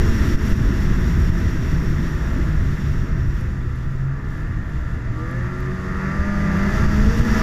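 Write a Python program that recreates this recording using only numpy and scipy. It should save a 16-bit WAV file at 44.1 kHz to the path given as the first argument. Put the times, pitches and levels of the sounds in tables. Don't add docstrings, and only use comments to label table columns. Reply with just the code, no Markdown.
import sys
import numpy as np
from scipy import signal
from scipy.fft import rfft, irfft, next_fast_len
from scipy.io import wavfile
from scipy.ndimage import uniform_filter1d

SR = 44100
rng = np.random.default_rng(int(sys.argv[2]) if len(sys.argv) > 2 else 0)


def unload_audio(sound):
    columns = np.transpose(np.atleast_2d(sound))
    steps = np.round(np.clip(columns, -1, 1) * 32767)
    wavfile.write(sys.argv[1], SR, steps.astype(np.int16))


def boost_factor(decibels):
    exponent = np.asarray(decibels, float) / 20
    return 10 ** exponent


N = 327222
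TIME = np.arange(N) / SR
OPEN_DB = -33

# peak_s, change_db, half_length_s
SURGES = [(.22, 1.5, 0.063), (1.2, 0.5, .08), (2.3, 0.5, 0.077), (3.3, 0, 0.096), (3.8, -1, 0.12),
          (4.35, 1.5, 0.093), (5.2, -5, .06), (5.45, 2, .1), (6.05, 4, .1), (6.27, 1.5, 0.056),
          (6.52, 2, .17), (7.1, -1, 0.11), (7.35, 2, .08)]
# peak_s, peak_db, gain_dip_db
BLOWS = [
    (0.112, -8, -1),
    (0.354, -6, -12),
    (.530, -9.5, -7.5),
    (1.300, -18, -6),
    (6.860, -9, -7),
    (7.215, -19, -4),
]


def curves(table):
    s, *columns = np.transpose(table)
    return [np.interp(TIME, s, column) for column in columns]


def bumps(rows):
    return sum(db * np.exp(-((TIME - s) / half) ** 2) for s, db, half in rows)


def unit(x):
    return x / np.sqrt(np.mean(x ** 2))


def walk(rate):
    hold = int(SR / rate)
    steps = np.repeat(rng.standard_normal(N // hold + 1), hold)
    return 1.3 * uniform_filter1d(uniform_filter1d(steps, hold), hold)[:N]


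def noise():
    return rng.standard_normal(N)


def colour(x, points):
    hz, db = np.transpose(points)
    size = next_fast_len(N)
    log_hz = np.log(np.arange(size // 2 + 1) * SR / size + 1e-3)
    gain = boost_factor(np.interp(log_hz, np.log(hz), db, -90, -90))
    return unit(irfft(rfft(x, size) * gain, size)[:N])


def engine(turns, hz, firing_db, bark_db):
    # centre_hz, width_hz, level_db
    pipe = [(471, 23, -5), (660, 280, -8.5), (712, 150, -20), (836, 66, -17.5), (950, 29, -23),
            (1010, 23, -13), (1170, 48, 1), (1193, 108, -2.5), (1363, 26, -3.5), (1420, 20, -4),
            (1734, 47, -4.5), (1870, 29, -6), (1992, 71, -13), (2900, 77, -43)]
    # pitch_hz, level_db
    muffler = [(250, -40.5), (365, -33), (400, -47), (422, -44), (450, -50), (485, -36.5), (525, -38.5),
               (552, -54),
               (595, -42.5), (635, -42), (710, -58), (850, -46), (1050, -54), (1150, -38.5),
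                    (1215, -37), (1280, -43)]
    harmonics = (1, 2, 3, 4, 6)
    overtone_db = (-0.1, -0.2, -4, -2.6)
    split_hz = 1600
    hood_hz, hood_width_hz, hood_db = 844, 500, -12.5

    rough = 1 + 0.1369 * np.clip(OPEN_DB - bark_db, 0, 15)
    lift_db = 1 + 1.1 * bumps(SURGES)[::64]
    timing = turns + 0.0033 * rough * walk(18)
    bark = 0
    for order in range(5, 30):
        f = order * hz[::64]
        ring = boost_factor(hood_db) / (1 + 2j * (f - hood_hz) / hood_width_hz)
        for m, (centre, width, db) in enumerate(pipe):
            level = boost_factor(db + lift_db * (centre > split_hz))
            ring = ring + (-1) ** m * level / (1 + 2j * (f - centre) / width)
        share = (order / 2 not in harmonics) * boost_factor(1.5 * walk(4) + 1.6 * walk(22))
        spin = np.exp(2j * np.pi * order * timing + 0.4j * walk(10))
        bark = bark + share * np.imag(np.repeat(ring, 64)[:N] * spin)

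    firing = 4 * np.pi * turns + 0.06 * rough * walk(6.8)
    pass_hz, pass_db = np.transpose(muffler)
    tones_db = [firing_db]
    for k, db in zip(harmonics[1:], overtone_db):
        tones_db.append(np.interp(2 * k * hz, pass_hz, pass_db) + db + bark_db - OPEN_DB)
    tone = 0
    for k, db in zip(harmonics, tones_db):
        tone = tone + boost_factor(db + 1.51 * rough * walk(15)) * np.sin(k * firing)
    fade_in = np.clip((TIME - 1.55) / 0.19, 0, 1)
    return fade_in * (np.sqrt(2) * tone + boost_factor(bark_db) * bark)


def roar(turns, roar_db):
    # pitch_hz, density_db
    roar_colour = [(320, -5), (540, -5), (600, -5), (653, 3.5), (696, -8), (741, -7.5), (996, -1),
                   (1080, -3), (1320, 2.5), (1480, 0), (1800, 3), (2010, 0), (2300, -11.5), (2760, -14.5),
                   (2900, -55), (3770, -78), (6380, -120)]
    pulse = 1 + 0.081 * np.cos(4 * np.pi * turns)
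    return boost_factor(roar_db + 0.19 * walk(14)) * colour(noise() * pulse, roar_colour)


def track(hz, hum_db, throttle_db):
    # pitch_hz, level_db
    tunnel = [(225, -48), (255, -41), (290, -50), (325, -36), (360, -35.5), (400, -36.5), (470, -36)]
    phase = 2 * np.pi * np.cumsum(hz) / SR + 0.93 * walk(16)
    hum = boost_factor(hum_db + 3.8 * walk(14)) * np.sin(phase)
    octave_db = np.interp(2 * hz, *np.transpose(tunnel)) + 0.33 * (throttle_db - OPEN_DB)
    return hum + boost_factor(octave_db + 3.0 * walk(8)) * np.sin(2 * phase)


def hiss(snow_db, throttle_db):
    # pitch_hz, density_db
    snow_colour = [(1650, -6.5), (2800, 3.5), (3050, -1), (3520, 2), (4160, -6), (4570, -3), (5600, -5.5),
                   (6430, -5.5), (7200, -5), (8200, -19), (10700, -48), (18000, -120)]
    whistle_colour = [(4800, -37), (5200, -2), (5500, 10.5), (5850, 7), (6300, -24)]
    fan_colour = [(4200, -14), (4600, -3), (5100, -6), (6500, -8), (7400, -28)]
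    air_colour = [(6500, -32), (8000, -3), (9000, -4.5), (10100, -5), (10600, -2.5), (11300, 1.5),
                  (11900, -3.5), (12400, -5), (13200, -16), (16000, -40)]
    air_top_colour = [(11500, -30), (12300, -7), (14000, -6), (15100, -12), (15200, -43)]
    # time_s, whistle_minus_snow_db
    rim = [
        (0, -4.5),
        (1, -6),
        (1.9, -4.5),
        (2.5, -9.5),
        (3.3, -5),
        (3.55, -14),
        (4.2, -13),
        (6.3, -28),
        (6.7, -12),
        (7.42, -5),
    ]
    # peak_s, change_db, half_length_s
    puffs = [(.25, 1, 0.11), (.5, 1.5, .05), (3.1, -1.5, 0.16), (3.4, 1.5, 0.043), (4.15, -2, 0.1),
             (4.36, 1.5, .08), (5.05, -1.5, 0.089), (5.25, 0.5, .06), (6.1, 0, .06), (6.72, 0, .1),
             (7.19, 1.5, 0.016)]

    whistle_db, = curves(rim)
    slow_throttle_db = uniform_filter1d(throttle_db, SR // 3)
    fan_db = -4.5 + 1.3 * np.minimum(slow_throttle_db - OPEN_DB, 0)
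    puff_db = bumps(puffs)
    flicker_db = puff_db + 0.32 * walk(12) + 0.47 * walk(45)
    grit = noise() * boost_factor(2.0 * rng.exponential(size=N))
    snow = colour(noise(), snow_colour) + boost_factor(whistle_db) * colour(noise(), whistle_colour)
    snow = snow + boost_factor(fan_db) * colour(noise(), fan_colour)
    air = boost_factor(-14) * colour(grit, air_colour)
    air = air + boost_factor(-14 + 0.61 * whistle_db) * colour(grit, air_top_colour)
    return boost_factor(snow_db + flicker_db) * (snow + boost_factor(1.3 * puff_db) * air)


def wind(headwind_db, flutter_db):
    # pitch_hz, density_db
    buffet_colour = [(4.7, -33), (8.0, 2), (27, 1), (70, 3), (114, -4), (161, -6), (200, -13), (260, -38),
                     (440, -120)]
    flutter_colour = [(120, -61), (200, -2.5), (243, -3.5), (320, -9), (360, -6), (395, -14.5),
                      (560, -24.5), (730, -60)]
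    # peak_s, change_db, half_length_s
    gusts = [(0, 3.5, 0.038), (.14, -6, 0.025), (1.284, 2, .04), (1.67, -4, 0.03), (1.773, -1, .03),
             (1.815, -1, 0.016), (1.852, -7, 0.015), (2.083, -5, 0.062), (2.15, 3, .03), (2.21, -3, 0.063),
             (2.483, 1, 0.097), (2.766, -7, 0.016), (2.962, 2, 0.036), (3.062, -7, 0.032),
             (3.84, -1, 0.027), (4.425, -1, 0.038), (4.92, 5.5, 0.045), (5.038, -4, 0.034),
             (5.097, 9, 0.024), (5.41, 3, 0.013), (5.923, 4, 0.034), (6.127, -4, 0.047), (6.2, 3, 0.034),
             (6.62, 4.5, .05), (6.985, 1, 0.03), (7.174, -5, 0.018), (7.208, 6.5, .02), (7.253, -7, 0.054),
             (7.33, 2, 0.12)]
    gust_db = headwind_db + bumps(gusts)
    buffeting = boost_factor(gust_db + 1.0 * walk(14)) * colour(noise(), buffet_colour)
    return buffeting + boost_factor(flutter_db + 0.89 * walk(14)) * colour(noise(), flutter_colour)


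def blows():
    return sum(boost_factor(db) * np.exp(-((TIME - s) / 0.0086) ** 2) for s, db, _ in BLOWS)


def grains():
    # start_s, peak_db, centre_hz
    ice = [(1.2022, -38, 12900), (3.2688, -51, 11000), (3.3446, -52, 9000), (3.4096, -43, 10900),
           (3.7584, -47, 11000), (4.2984, -56, 11500), (4.6937, -53, 11260), (5.3113, -46, 10710),
           (5.6046, -38, 11900), (5.7184, -52, 11030), (6.5715, -43, 11500)]
    out, t = np.zeros(N), np.arange(200) / SR
    bright = signal.butter(2, 6000, "high", fs=SR, output="sos")
    for s, db, hz in ice:
        strike = np.sin(2 * np.pi * hz * t) + 0.72 * rng.standard_normal(200)
        tick = signal.sosfilt(bright, np.exp(-t / 0.001) * strike)
        start = int(s * SR) + 30
        out[start:start + 200] += boost_factor(db + 3.0) * tick / np.abs(tick).max()
    return out


def scene():
    # time_s, crank_hz, firing_db, throttle_db
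    engine_ride = [(1.7, 68.8, -25.5, -48.5), (2.45, 76.5, -37, -39), (2.9, 69.5, -30, -51.5),
                   (3.7, 61.1, -38, -47), (3.9, 65, -23.5, -45.5), (4.28, 70.35, -29.5, -43.5),
                   (4.46, 78.1, -32.5, -41.5), (5.1, 74.1, -51, -42), (5.2, 78.8, -35, -34.5),
                   (5.38, 87.8, -35.5, -37.5), (5.6, 92, -32.5, -37), (5.93, 93.0, -31.5, -34.5),
                   (6.29, 101.3, -25.5, -30.5), (6.59, 97.8, -23, -30.5), (6.82, 106.5, -28, -29.5),
                   (6.95, 103.6, -21, -32), (7.21, 106.8, -29, -34.5), (7.42, 106.7, -21.5, -28.5)]
    # time_s, lug_hz, hum_db, spray_db, headwind_db
    travel = [(0, 216.8, -40, -42, -14), (.3, 212.8, -30.5, -42, -15), (.65, 205.1, -21.5, -45, -15),
              (1.05, 179.9, -25, -44.5, -16.5), (1.6, 168, -25.5, -46.5, -17.5),
              (2.0, 164.6, -26.5, -47, -17), (2.8, 151.2, -29.5, -49, -18), (3.2, 141, -37, -51, -17.5),
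              (3.7, 125.4, -43, -55.5, -23.5), (4.2, 116.8, -35.5, -56, -26), (4.8, 113.5, -26, -55, -23.5),
              (5.2, 120, -27.5, -53.5, -26), (5.9, 138.6, -27.5, -51.5, -27.5),
              (6.3, 160.3, -32.5, -50, -21), (6.55, 166.5, -31, -46, -22), (6.8, 201.2, -28, -43, -14.5),
              (7.25, 237.7, -29.5, -42, -16), (7.42, 231, -31, -39, -16)]
    cruise_db, load_from_db = -43, -40

    hz, firing_db, throttle_db = curves(engine_ride)
    lug_hz, hum_db, spray_db, headwind_db = curves(travel)
    turns = np.cumsum(hz) / SR
    load_db = np.maximum(uniform_filter1d(throttle_db, SR // 4) - load_from_db, 0)
    speed_db = spray_db - cruise_db
    flutter_db = -26.5 + speed_db - 0.23 * load_db
    roar_db = -33.5 + 0.75 * speed_db + 0.25 * load_db + bumps(SURGES)

    machine = engine(turns, hz, firing_db, throttle_db) + roar(turns, roar_db)
    machine = machine + track(lug_hz, hum_db, throttle_db)
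    weather = wind(headwind_db, flutter_db) + blows()
    return (machine + hiss(spray_db, throttle_db) + weather + grains())[None]


def roll_off(x):
    return signal.sosfilt(signal.butter(12, 15190, fs=SR, output="sos"), x)


def record(dry):
    dip_db = 0
    for s, _, db in BLOWS:
        late = np.clip(TIME - s - 0.004, 0, None)
        dip_db = dip_db + db * (1 - np.exp(-late / 0.0021)) * np.exp(-late / 0.029)
    held = 0.79 * np.tanh(dry * boost_factor(dip_db) / 0.8)
    top_cut = signal.ellip(10, 0.2, 70, 15300, fs=SR, output="sos")
    return roll_off(signal.sosfilt(top_cut, held))


dry = scene()
out = record(dry)
unload_audio(out)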